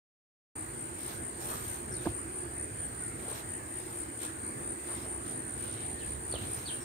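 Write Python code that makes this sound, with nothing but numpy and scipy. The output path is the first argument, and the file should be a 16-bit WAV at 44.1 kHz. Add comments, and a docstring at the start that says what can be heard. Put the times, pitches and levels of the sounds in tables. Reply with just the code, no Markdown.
"""After a moment of silence a shaded river bank opens: three crickets chirp near 9 kHz, drifting in and out of
step, over far insects (flickering noise), a soft river and a low drone and hum. A man shifts about by the
microphone: his clothes rustle from the first second, then stones knock (dying rings) and grit crunches (lumpy noise).
Near two seconds a bird gives a falling slur, a sliding tone; from 2.6 s a far bird calls, blurred by trees.
Near the end the first bird gives short falling notes and one more slur."""
import sys
import numpy as np
from scipy import signal
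from scipy.fft import rfft, irfft, next_fast_len
from scipy.io import wavfile
from scipy.ndimage import uniform_filter1d

SR = 44100
rng = np.random.default_rng(int(sys.argv[2]) if len(sys.argv) > 2 else 0)


def wav_record(signal):
    """Record a signal, one row per channel, as 16-bit PCM in the file named by sys.argv[1]."""
    frames = np.transpose(np.atleast_2d(signal))
    bounded = np.clip(frames, -1, 1)
    # unit amplitude maps onto the largest positive 16-bit level
    quanta = np.round(bounded * 32767).astype(np.int16)
    wavfile.write(sys.argv[1], SR, quanta)


N = 301776  # length in samples


def cricket(chirps, wing_hz, rise_hz, stroke_hz, swell_s, fade_s,
            soft=.15, stroke_s=.0135, sag_hz=110, scatter_hz=22, uneven_db=.9):
    """Each wing stroke rings a short tone; a chirp's soft strokes swell and climb in pitch, then stop short."""
    out = np.zeros(N)
    u = np.linspace(0, 1, round(stroke_s * SR))
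    shape = np.sin(np.pi * u ** .65) ** 2
    for s, db in chirps:
        for k in np.arange(-9, 6):  # stroke 0 is the loudest
            slip, detune, force = rng.standard_normal(3)
            ahead = k / stroke_hz + 0.001 * slip
            if k < 0:
                swell = soft + (1 - soft) * np.exp(-(ahead / swell_s) ** 2)
            else:
                swell = np.exp(-(ahead / fade_s) ** 6)
            # the wing slows as it closes, so each tone sags
            hz = wing_hz + rise_hz * (swell - 1) + scatter_hz * detune - sag_hz * (u - .5)
            tone = np.sin(2 * np.pi * (np.cumsum(hz) / SR + rng.random()))
            size = 2 * amp(db + uneven_db * force) * swell * shape
            add(out, s + ahead - stroke_s / 2, size * tone)
    return out


def song(first_s, tempo, effort):
    """One chirp follows another at a drifting tempo; gives rows of loudest_s, level_db."""
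    s, chirps = first_s, []
    while s < N / SR:
        chirps.append((s, np.interp(s, *np.transpose(effort))))
        s += np.interp(s, *np.transpose(tempo))
    return chirps


# when each cricket's first chirp is loudest
NEAR_FIRST_S, SECOND_FIRST_S, FAR_FIRST_S = .599, .722, .765
# the far cricket keeps an even beat and strength (level before the trees)
FAR_PERIOD_S, FAR_CRICKET_DB = .211, -53.5
# the nearer cricket's tempo: time_s, chirp_gap_s
NEAR_TEMPO = [(.6, .229), (1.05, .218), (1.6, .227), (2.3, .222), (3.4, .2375), (4.2, .228), (5.1, .228),
              (5.6, .24), (6.1, .218)]
# the second cricket's quicker tempo: time_s, chirp_gap_s
SECOND_TEMPO = [(.7, .2232), (1.4, .2079), (2.9, .204), (3.4, .2268), (4.1, .2028), (5.1, .1992),
                (6.3, .2074)]
# the nearer cricket sings evenly: time_s, level_db (before mixing)
NEAR_EFFORT = [(.6, -41.8), (2.6, -42), (3.7, -41.6), (4.7, -41.3), (5.8, -42), (6.4, -41.8)]
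# the second swells twice with a lull between: time_s, level_db (before mixing)
SECOND_EFFORT = [(.7, -50), (1.3, -51), (2.1, -43.5), (2.6, -41), (3.05, -40.5), (3.3, -58), (4.1, -52),
                 (4.8, -42), (5.5, -39.8), (6.8, -40.5)]
# how the rasp of the wing's file spreads over pitch: pitch_hz, relative_level_db (per Hz)
RASP_SPECTRUM = [(7000, -25), (7800, -8), (8200, 4.5), (8600, 10.5), (8850, 10), (9100, 8), (9500, -7),
                 (10200, -27), (12000, -50)]


def crickets():
    """Three singers in the foliage, each at its own tempo; rasping noise follows the nearer two's strokes."""
    near = cricket(song(NEAR_FIRST_S, NEAR_TEMPO, NEAR_EFFORT),
                   wing_hz=8975, rise_hz=90, stroke_hz=66.5, swell_s=.06, fade_s=.046)
    second = cricket(song(SECOND_FIRST_S, SECOND_TEMPO, SECOND_EFFORT),
                     wing_hz=9050, rise_hz=120, stroke_hz=68.5, swell_s=.066, fade_s=.045)
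    far_chirps = [(s, FAR_CRICKET_DB) for s in np.arange(FAR_FIRST_S, N / SR, FAR_PERIOD_S)]
    far = cricket(far_chirps, wing_hz=8650, rise_hz=50, stroke_hz=64, swell_s=.06, fade_s=.045)
    direct = amp(-.7) * place(near, left_db=10.5, lead_s=.000258)
    direct = direct + amp(-1.5) * place(second, left_db=-5, lead_s=.00012)
    # the outline of the two songs opens and closes the rasp
    scrape = np.hypot(abs(signal.hilbert(near)), 0.85 * abs(signal.hilbert(second)))
    scrape = uniform_filter1d(scrape, size=280)
    rasp = amp(-11) * scrape * diffuse(RASP_SPECTRUM, patchy_db=.5, left_db=0)
    scattered = trees(amp(-11) * (near + second) + far, t60=.16, gap_s=.002)
    return direct + rasp + scattered


# rubs of clothing: peak_s, length_s, crisp_swish_db, soft_brush_db (relative levels)
RUBS = [(1.098, 0.21, -51, -55), (1.425, 0.051, -53, -62), (1.525, 0.17, -46.3, -55.5),
        (1.71, 0.23, -49, -58.5), (2.073, 0.11, -54, -55), (3.283, 0.18, -58, -59.5),
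        (3.375, 0.12, -51.5, -53.5), (3.93, 0.35, -56, -64.5), (4.242, 0.066, -50, -53),
        (4.3, 0.094, -58, -59), (4.976, 0.25, -55, -59), (5.294, 0.11, -57, -60), (5.638, 0.15, -57, -63),
        (5.8, 0.27, -71, -56), (6.075, 0.22, -64, -59), (6.434, 0.19, -58, -53.5), (6.58, 0.16, -53, -78),
        (6.717, 0.39, -59, -59.5)]
RUB_RISE = 0.59  # share of a rub spent swelling
SNAGS_PER_S, SNAG_S = 320, .0005  # average number of fibre snags, and how fast each dies away


def clothes():
    """Fibres catch and slip: a grainy swish swells and fades over a softer brushing and a gritty crackle."""
    s, length, swish_db, brush_db = np.transpose(RUBS)
    grain = amp(1.6 * wander(350) + .9 * wander(60))
    swish = diffuse([(1500, 6.5), (3500, -3), (6000, 3), (7500, 4.5), (10000, 3.0), (12500, 6.5), (15500, 2.0)],
                    patchy_db=3.7, left_db=-1.5)
    brush = diffuse([(100, -46), (400, 12.5), (1000, -1.5), (2000, 0.5), (4000, 2.5), (6000, -27.0),
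                     (10000, -33)], patchy_db=1.5, left_db=-1.0)
    # snags at chance moments, each a sudden burst that dies away
    snags = (rng.random(N) < SNAGS_PER_S / SR) * rng.uniform(.2, 1, N) ** 2
    bursts = evened(signal.lfilter([1], [1, -np.exp(-1 / (SNAG_S * SR))], snags))
    grit = diffuse([(1000, -20), (2500, 0), (4200, 0), (6500, -3), (11000, -18)], patchy_db=2, left_db=-2.5)
    crackle = amp(-7) * bursts * grit
    crisp = swells(zip(s, length, swish_db), RUB_RISE) * grain * swish
    soft = swells(zip(s, length, brush_db), RUB_RISE) * (grain * brush + crackle)
    return crisp + soft


# stones knocking underfoot: start_s, peak_db (before placing), pitch_factor, ring_time_factor
KNOCKS = [(2.0557, -30, 1.22, 1.1), (2.0572, -36, 3.9, 1.1), (2.0637, -23, 0.743, 0.92),
          (2.0692, -22.5, 0.73, 1.5), (2.0714, -26, 1.71, 0.7), (2.086, -47, .3, 2.2), (3.233, -40, 0.9, 1),
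          (3.279, -34, 1.14, 1.2), (3.316, -38, 1.14, 1), (5.06, -39, 1.45, 1.2),
          (6.3393, -27.5, 1.18, 0.7), (6.357, -37, 1.45, .9)]
# a stone's ring, damped by mud, before those factors: pitch_hz, relative_level_db, time_to_fall_60_db_s
STONE_RING = [(302, -33, 0.018), (420, 13, 0.02), (579, 2.5, 0.013), (1170, -9, 0.018)]
CONTACT_S = 0.0011  # how quickly a knock builds


def stones():
    """Short dull knocks of stones bedded in mud: a few tones that start together and die fast."""
    out, t = np.zeros(N), np.arange(SR // 10) / SR
    for s, db, higher, longer in KNOCKS:
        ring = sum(amp(level - 60 * t / (t60 * longer)) * np.sin(2 * np.pi * hz * higher * t)
                   for hz, level, t60 in STONE_RING)
        ring = ring * (1 - np.exp(-t / CONTACT_S))
        add(out, s, amp(db) * ring / abs(ring).max())
    return place(out, left_db=-4.5, lead_s=.0001) + amp(-14.5) * trees(out, t60=0.084, gap_s=0.004)


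# shoes pressing into damp grit: peak_s, length_s, level_db (before placing)
STEPS = [(2.067, .02, -43), (3.235, .04, -54), (3.29, .1, -50.5), (4.92, .11, -51.5), (5.06, .06, -54),
         (6.35, .04, -50.5)]
STEP_RISE = 0.49  # share of a step spent pressing down


def steps():
    """Damp grit gives way under a shoe in a low, lumpy crunch of noise."""
    lumps = evened(amp(2.5 * wander(130)))
    grit = diffuse([(150, -20), (330, -3), (480, 0), (750, -5), (1150, -6.5), (1600, -18), (4000, -34)],
                   patchy_db=2, left_db=0)[0]
    return swells(STEPS, STEP_RISE) * lumps * place(evened(grit), left_db=-3, lead_s=.0001)


FLUTTER = .019  # typical quick waver of the bird's pitch, as a share of the pitch


def whistle(contour, notes):
    """Notes hang at the top, then slide down; quick flutter in pitch and strength makes them breathy."""
    out = np.zeros(N)
    at, pitch, level = np.transpose(contour)
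    flutter = 1 + FLUTTER * wander(500)
    for s, db, higher, longer, hold, change_db in notes:
        # the hold delays the slide, but not the first rise in level
        knots = at * longer + hold * (np.arange(len(at)) > 1)
        t = np.arange(0, knots[-1], 1 / SR)
        hz = higher * np.interp(t, at * longer + hold, pitch)
        hz = hz * np.interp(s + t, np.arange(N) / SR, flutter)
        size = amp(db + np.interp(t, knots, level) + change_db * t / t[-1])
        add(out, s, size * np.sin(2 * np.pi * np.cumsum(hz) / SR))
    return out * amp(1.7 * wander(170))


# shape of the longer slur, which drops fast and then trails off: time_from_start_s, pitch_hz,
# relative_level_db (times and pitches before each slur's factors)
SLUR_SHAPE = [(0, 5700, -10), (.01, 5660, 1), (.021, 5620, 1), (.028, 4950, -3), (.038, 4330, 0),
              (.052, 4050, -7), (.07, 3780, 0), (.105, 3330, -8), (.14, 3100, -12)]
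# the slurs: start_s, relative_level_db, pitch_factor, length_factor, top_hold_s, level_change_db
SLURS = [(1.905, -57, 1, 1, .001, -1), (6.798, -59, .965, 1, .008, 0)]
# shape of the short falling note, same columns as the slur's shape
NOTE_SHAPE = [(0, 4580, -17), (.009, 4520, 0), (.018, 4250, -2.5), (.026, 3750, -4), (.034, 3400, 0),
              (.046, 3080, -.5), (.058, 2800, 1.5), (.068, 2700, -14)]
# the short notes, same columns as the slurs
NOTES = [(5.984, -60, .94, .8, .001, 9), (6.311, -48, 1.0, .98, .002, 2), (6.651, -44, 1.0, .93, .004, 1)]
BANK_ECHO_S, BANK_ECHO_DB = .037, -16  # the bank throws the short notes back


def bird():
    """Short steep notes from the right, echoed by the bank, and longer slurs from deeper in the trees."""
    short, slurred = whistle(NOTE_SHAPE, NOTES), whistle(SLUR_SHAPE, SLURS)
    heard = amp(-2) * short + amp(-10) * slurred
    add(heard, BANK_ECHO_S, amp(BANK_ECHO_DB) * short)
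    early = trees(amp(1) * short + amp(1.5) * slurred, t60=.14, gap_s=.001)
    late = trees(amp(-2.5) * short + amp(.5) * slurred, t60=0.35, gap_s=0.006)
    scattered = (early + late) * amp([[-1.5], [1.5]])  # stronger on the right
    return place(heard, left_db=-5, lead_s=.00002) + scattered


# the far bird's slurred calls: start_s, length_s, first_pitch_hz, last_pitch_hz, relative_level_db
FAR_CALLS = [(2.6, 0.2, 2200, 2050, -61), (2.905, 0.235, 1670, 1300, -51.5), (2.95, 0.16, 1980, 1760, -54),
             (3.478, 0.22, 1912, 1604, -53), (4.25, 0.17, 1970, 1728, -54), (4.806, .18, 1907, 1703, -58),
             (5.35, 0.18, 1890, 1714, -53.5), (5.92, 0.16, 1850, 1722, -51)]


def far_bird():
    """Sliding tones, made hoarse by quick chance changes of strength, from across the water through the trees."""
    out = np.zeros(N)
    for s, length, first_hz, last_hz, db in FAR_CALLS:
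        hz = np.linspace(first_hz, last_hz, round(length * SR))
        call = np.hanning(len(hz)) ** .3 * np.sin(2 * np.pi * np.cumsum(hz) / SR)
        add(out, s, amp(db) * call)
    hoarse = out * (.75 + .6 * wander(120))
    direct = amp(-6.5) * place(hoarse, left_db=-1, lead_s=.00002)
    return direct + amp(-1.5) * trees(hoarse, t60=.25, gap_s=.004)


# how the far insects spread over pitch: pitch_hz, relative_level_db (per Hz)
CHORUS_SPECTRUM = [(5500, -36.5), (6500, -16.5), (7050, -8.5), (7700, -11.5), (8250, 0.5), (8650, 6),
                   (9000, 4.5), (9350, -3.5), (9800, -9), (10500, -27), (12500, -18.5), (15500, -17)]


def chorus():
    """Many far insects merge into a shimmering whine: high noise whose level flickers."""
    shimmer = amp(0.96 * wander(74) + 0.24 * wander(17.0))
    return amp(-48.3) * shimmer * diffuse(CHORUS_SPECTRUM, patchy_db=1.2, left_db=-0.5)


# how the river spreads over pitch: pitch_hz, relative_level_db (per Hz)
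RIVER_SPECTRUM = [(25, -52), (34, -39), (48, -23), (62, -4.5), (85, -0.5), (115, 3), (150, -6.5), (188, -9),
                  (240, -3), (285, -4.5), (335, -8), (400, -7), (500, -12), (700, -22), (1500, -54)]
# how the open air spreads over pitch: pitch_hz, relative_level_db (per Hz)
AIR_SPECTRUM = [(350, -45), (600, -1), (737, 1.5), (797, 0), (1310, -5), (1630, 0), (2080, -2.5),
                (3420, -16), (4490, -14), (6200, -22.5), (8060, -12), (13600, -120)]
RIVER_DB, AIR_DB = -47, -54  # levels before the slow drift


def river():
    """The low rush of the current under a thin wash of open air: two noises that drift slightly in level."""
    surge, drift = amp(.6 * wander(2)), amp(.2 * wander(1.4))
    rush = amp(RIVER_DB) * surge * diffuse(RIVER_SPECTRUM, patchy_db=1.66, left_db=-3)
    wash = amp(AIR_DB) * drift * diffuse(AIR_SPECTRUM, patchy_db=1.96, left_db=-1.86)
    return rush + wash


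# the far drone's rise and fall: time_s, level_db (before its waver)
DRONE_LEVEL = [(.6, -51.5), (1.3, -53.5), (2.5, -49.5), (2.9, -56), (3.6, -54), (4, -49.5), (4.4, -50),
               (5.1, -50.5), (5.8, -54.5), (6.8, -53.5)]
DRONE_HZ, DRONE_WIDTH_HZ = 338.6, 37.6  # middle pitch, and speed of the waver that blurs it


def drone():
    """A hollow drone from far off: a tone blurred by chance wavering in pitch and strength."""
    size = amp(np.interp(np.arange(N) / SR, *np.transpose(DRONE_LEVEL)))
    turn = np.exp(2j * np.pi * np.cumsum(DRONE_HZ + 9 * wander(3.067)) / SR)
    blur = wander(DRONE_WIDTH_HZ) + 1j * wander(DRONE_WIDTH_HZ)
    return place(size * (turn * blur).real, left_db=-5.0, lead_s=.0001)


# the far hum's rise and fall: time_s, level_db (before its waver)
HUM_LEVEL = [(.6, -61), (1.4, -58), (1.8, -52), (2.3, -51.5), (2.9, -54), (4.4, -66), (5.1, -47.5),
             (5.7, -64), (6.4, -49.5), (6.8, -55)]
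# low buffets of air and handling on the microphone: peak_s, length_s, relative_level_db
BUFFETS = [(1.79, 0.7, -49), (2.076, 0.07, -38), (6.1, 0.14, -39.5), (6.4, 0.36, -49.5)]
BUFFET_RISE = 0.35  # share of a buffet spent swelling


def rumble():
    """A faint hum from afar, a low tone wavering in pitch and level, and soft low-noise buffets."""
    hum_db = np.interp(np.arange(N) / SR, *np.transpose(HUM_LEVEL)) + 2.5 * wander(6)
    hum = amp(hum_db) * np.sin(2 * np.pi * np.cumsum(65.5 + 2.2 * wander(5)) / SR)
    buffet = diffuse([(25, -34), (60, 1.0), (115, 6.0), (170, -10.5), (300, -22), (700, -65)],
                     patchy_db=5.5, left_db=-1.5)
    return place(hum, left_db=-3.5, lead_s=.0001) + buffet * swells(BUFFETS, BUFFET_RISE)


def trees(x, t60, gap_s):
    """Scatter from swaying leaves and trunks: dying tails that slowly trade places, different at each port."""
    t, out = np.arange(SR) / SR, np.zeros((2, N))
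    for k in range(3):
        tail = rng.standard_normal((2, SR)) * amp(-60 * t / t60) * (1 - np.exp(-(t / gap_s) ** 2))
        share = np.cos(np.pi * (np.arange(N) / SR + k / 3)) * np.sqrt(2 / 3)
        out += signal.fftconvolve((x * share)[None], tail / np.linalg.norm(tail[0]), axes=1)[:, :N]
    return out


# how alike left and right are in sounds from all around: pitch_hz, likeness (1 same, 0 unrelated, -1 opposite)
LIKENESS = [(60, 0.99), (130, 0.94), (290, 0.71), (640, -0.21), (1300, -0.71), (2200, 0.62), (3200, -0.031),
            (7000, -0.014)]


def diffuse(spectrum, patchy_db, left_db):
    """Noise from all around with drifting patches; how alike the two ports are depends on pitch."""
    frames, hz = N // 512 + 5, np.fft.rfftfreq(2048, 1 / SR)
    a, b, c, d, patches = rng.standard_normal((5, frames, len(hz)))
    # smooth over time, then over pitch
    patches = evened(uniform_filter1d(uniform_filter1d(patches, size=9, axis=0), size=16, axis=1))
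    same = np.clip(read(LIKENESS, hz), -.9, .99)
    z = np.array([a + 1j * b, (c + 1j * d) * np.sqrt((1 - same) / (1 + same))])
    z = z * amp(read(spectrum, hz) + patchy_db * patches)
    mid, side = signal.istft(z.swapaxes(1, 2), nperseg=2048, noverlap=1536)[1][:, :N]
    return np.array([(mid + side) * amp(left_db / 2), (mid - side) * amp(-left_db / 2)]) / np.std(mid)


def place(x, left_db, lead_s):
    """Two microphone ports: the left is louder by left_db and hears the source earlier by lead_s."""
    size = next_fast_len(N)
    delay = np.exp(-2j * np.pi * np.fft.rfftfreq(size, 1 / SR) * lead_s)
    late = irfft(rfft(x, size) * delay, size)[:N]
    return np.array([x * amp(left_db / 2), late * amp(-left_db / 2)])


def swells(pushes, rise):
    """Loudness of smooth pushes (peak_s, length_s, level_db); rise is the share of a length before its peak."""
    t = np.arange(0, N, 64) / SR
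    size = sum(amp(db) * np.exp(-((t - s) / (length * np.where(t < s, rise, 1 - rise))) ** 2)
               for s, length, db in pushes)
    return np.interp(np.arange(N) / SR, t, size)


def wander(rate_hz):
    """Smooth chance movement of rms 1; a higher rate moves faster."""
    size = next_fast_len(N)
    hz = np.fft.rfftfreq(size, 1 / SR)
    return evened(irfft(rfft(rng.standard_normal(size)) * np.exp(-(hz / rate_hz) ** 2), size)[:N])


def amp(db):
    """Turns decibels into a factor on the wave."""
    return 10 ** (np.asarray(db) / 20)


def evened(x):
    """Scales to rms 1."""
    return x / np.sqrt(np.mean(x ** 2) + 1e-20)


def read(points, hz):
    """Joins the points of a spectrum on a log-frequency axis."""
    f, value = np.transpose(points)
    return np.interp(np.log(hz + 1), np.log(f + 1), value)


def add(mix, s, sound):
    """Mixes a sound in at time s."""
    part = mix[max(round(s * SR), 0):][:len(sound)]
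    part += sound[:len(part)]


def scene():
    """All the sources on the bank sound together."""
    near = crickets() + clothes() + stones() + steps() + bird()
    return near + far_bird() + chorus() + river() + drone() + rumble()


START_S, EDGE_HZ = 0.553, 15650  # when the microphone opens, and the top of the treble


def record(dry):
    """Silence until the microphone opens over 5 ms; a filter then removes the highest treble."""
    opened = dry * np.clip((np.arange(N) / SR - START_S) / .005, 0, 1)
    lowpass = signal.firwin(511, EDGE_HZ, window=("kaiser", 9), fs=SR)
    return signal.oaconvolve(opened, lowpass[None], "same")


dry = scene()
out = record(dry)
wav_record(out)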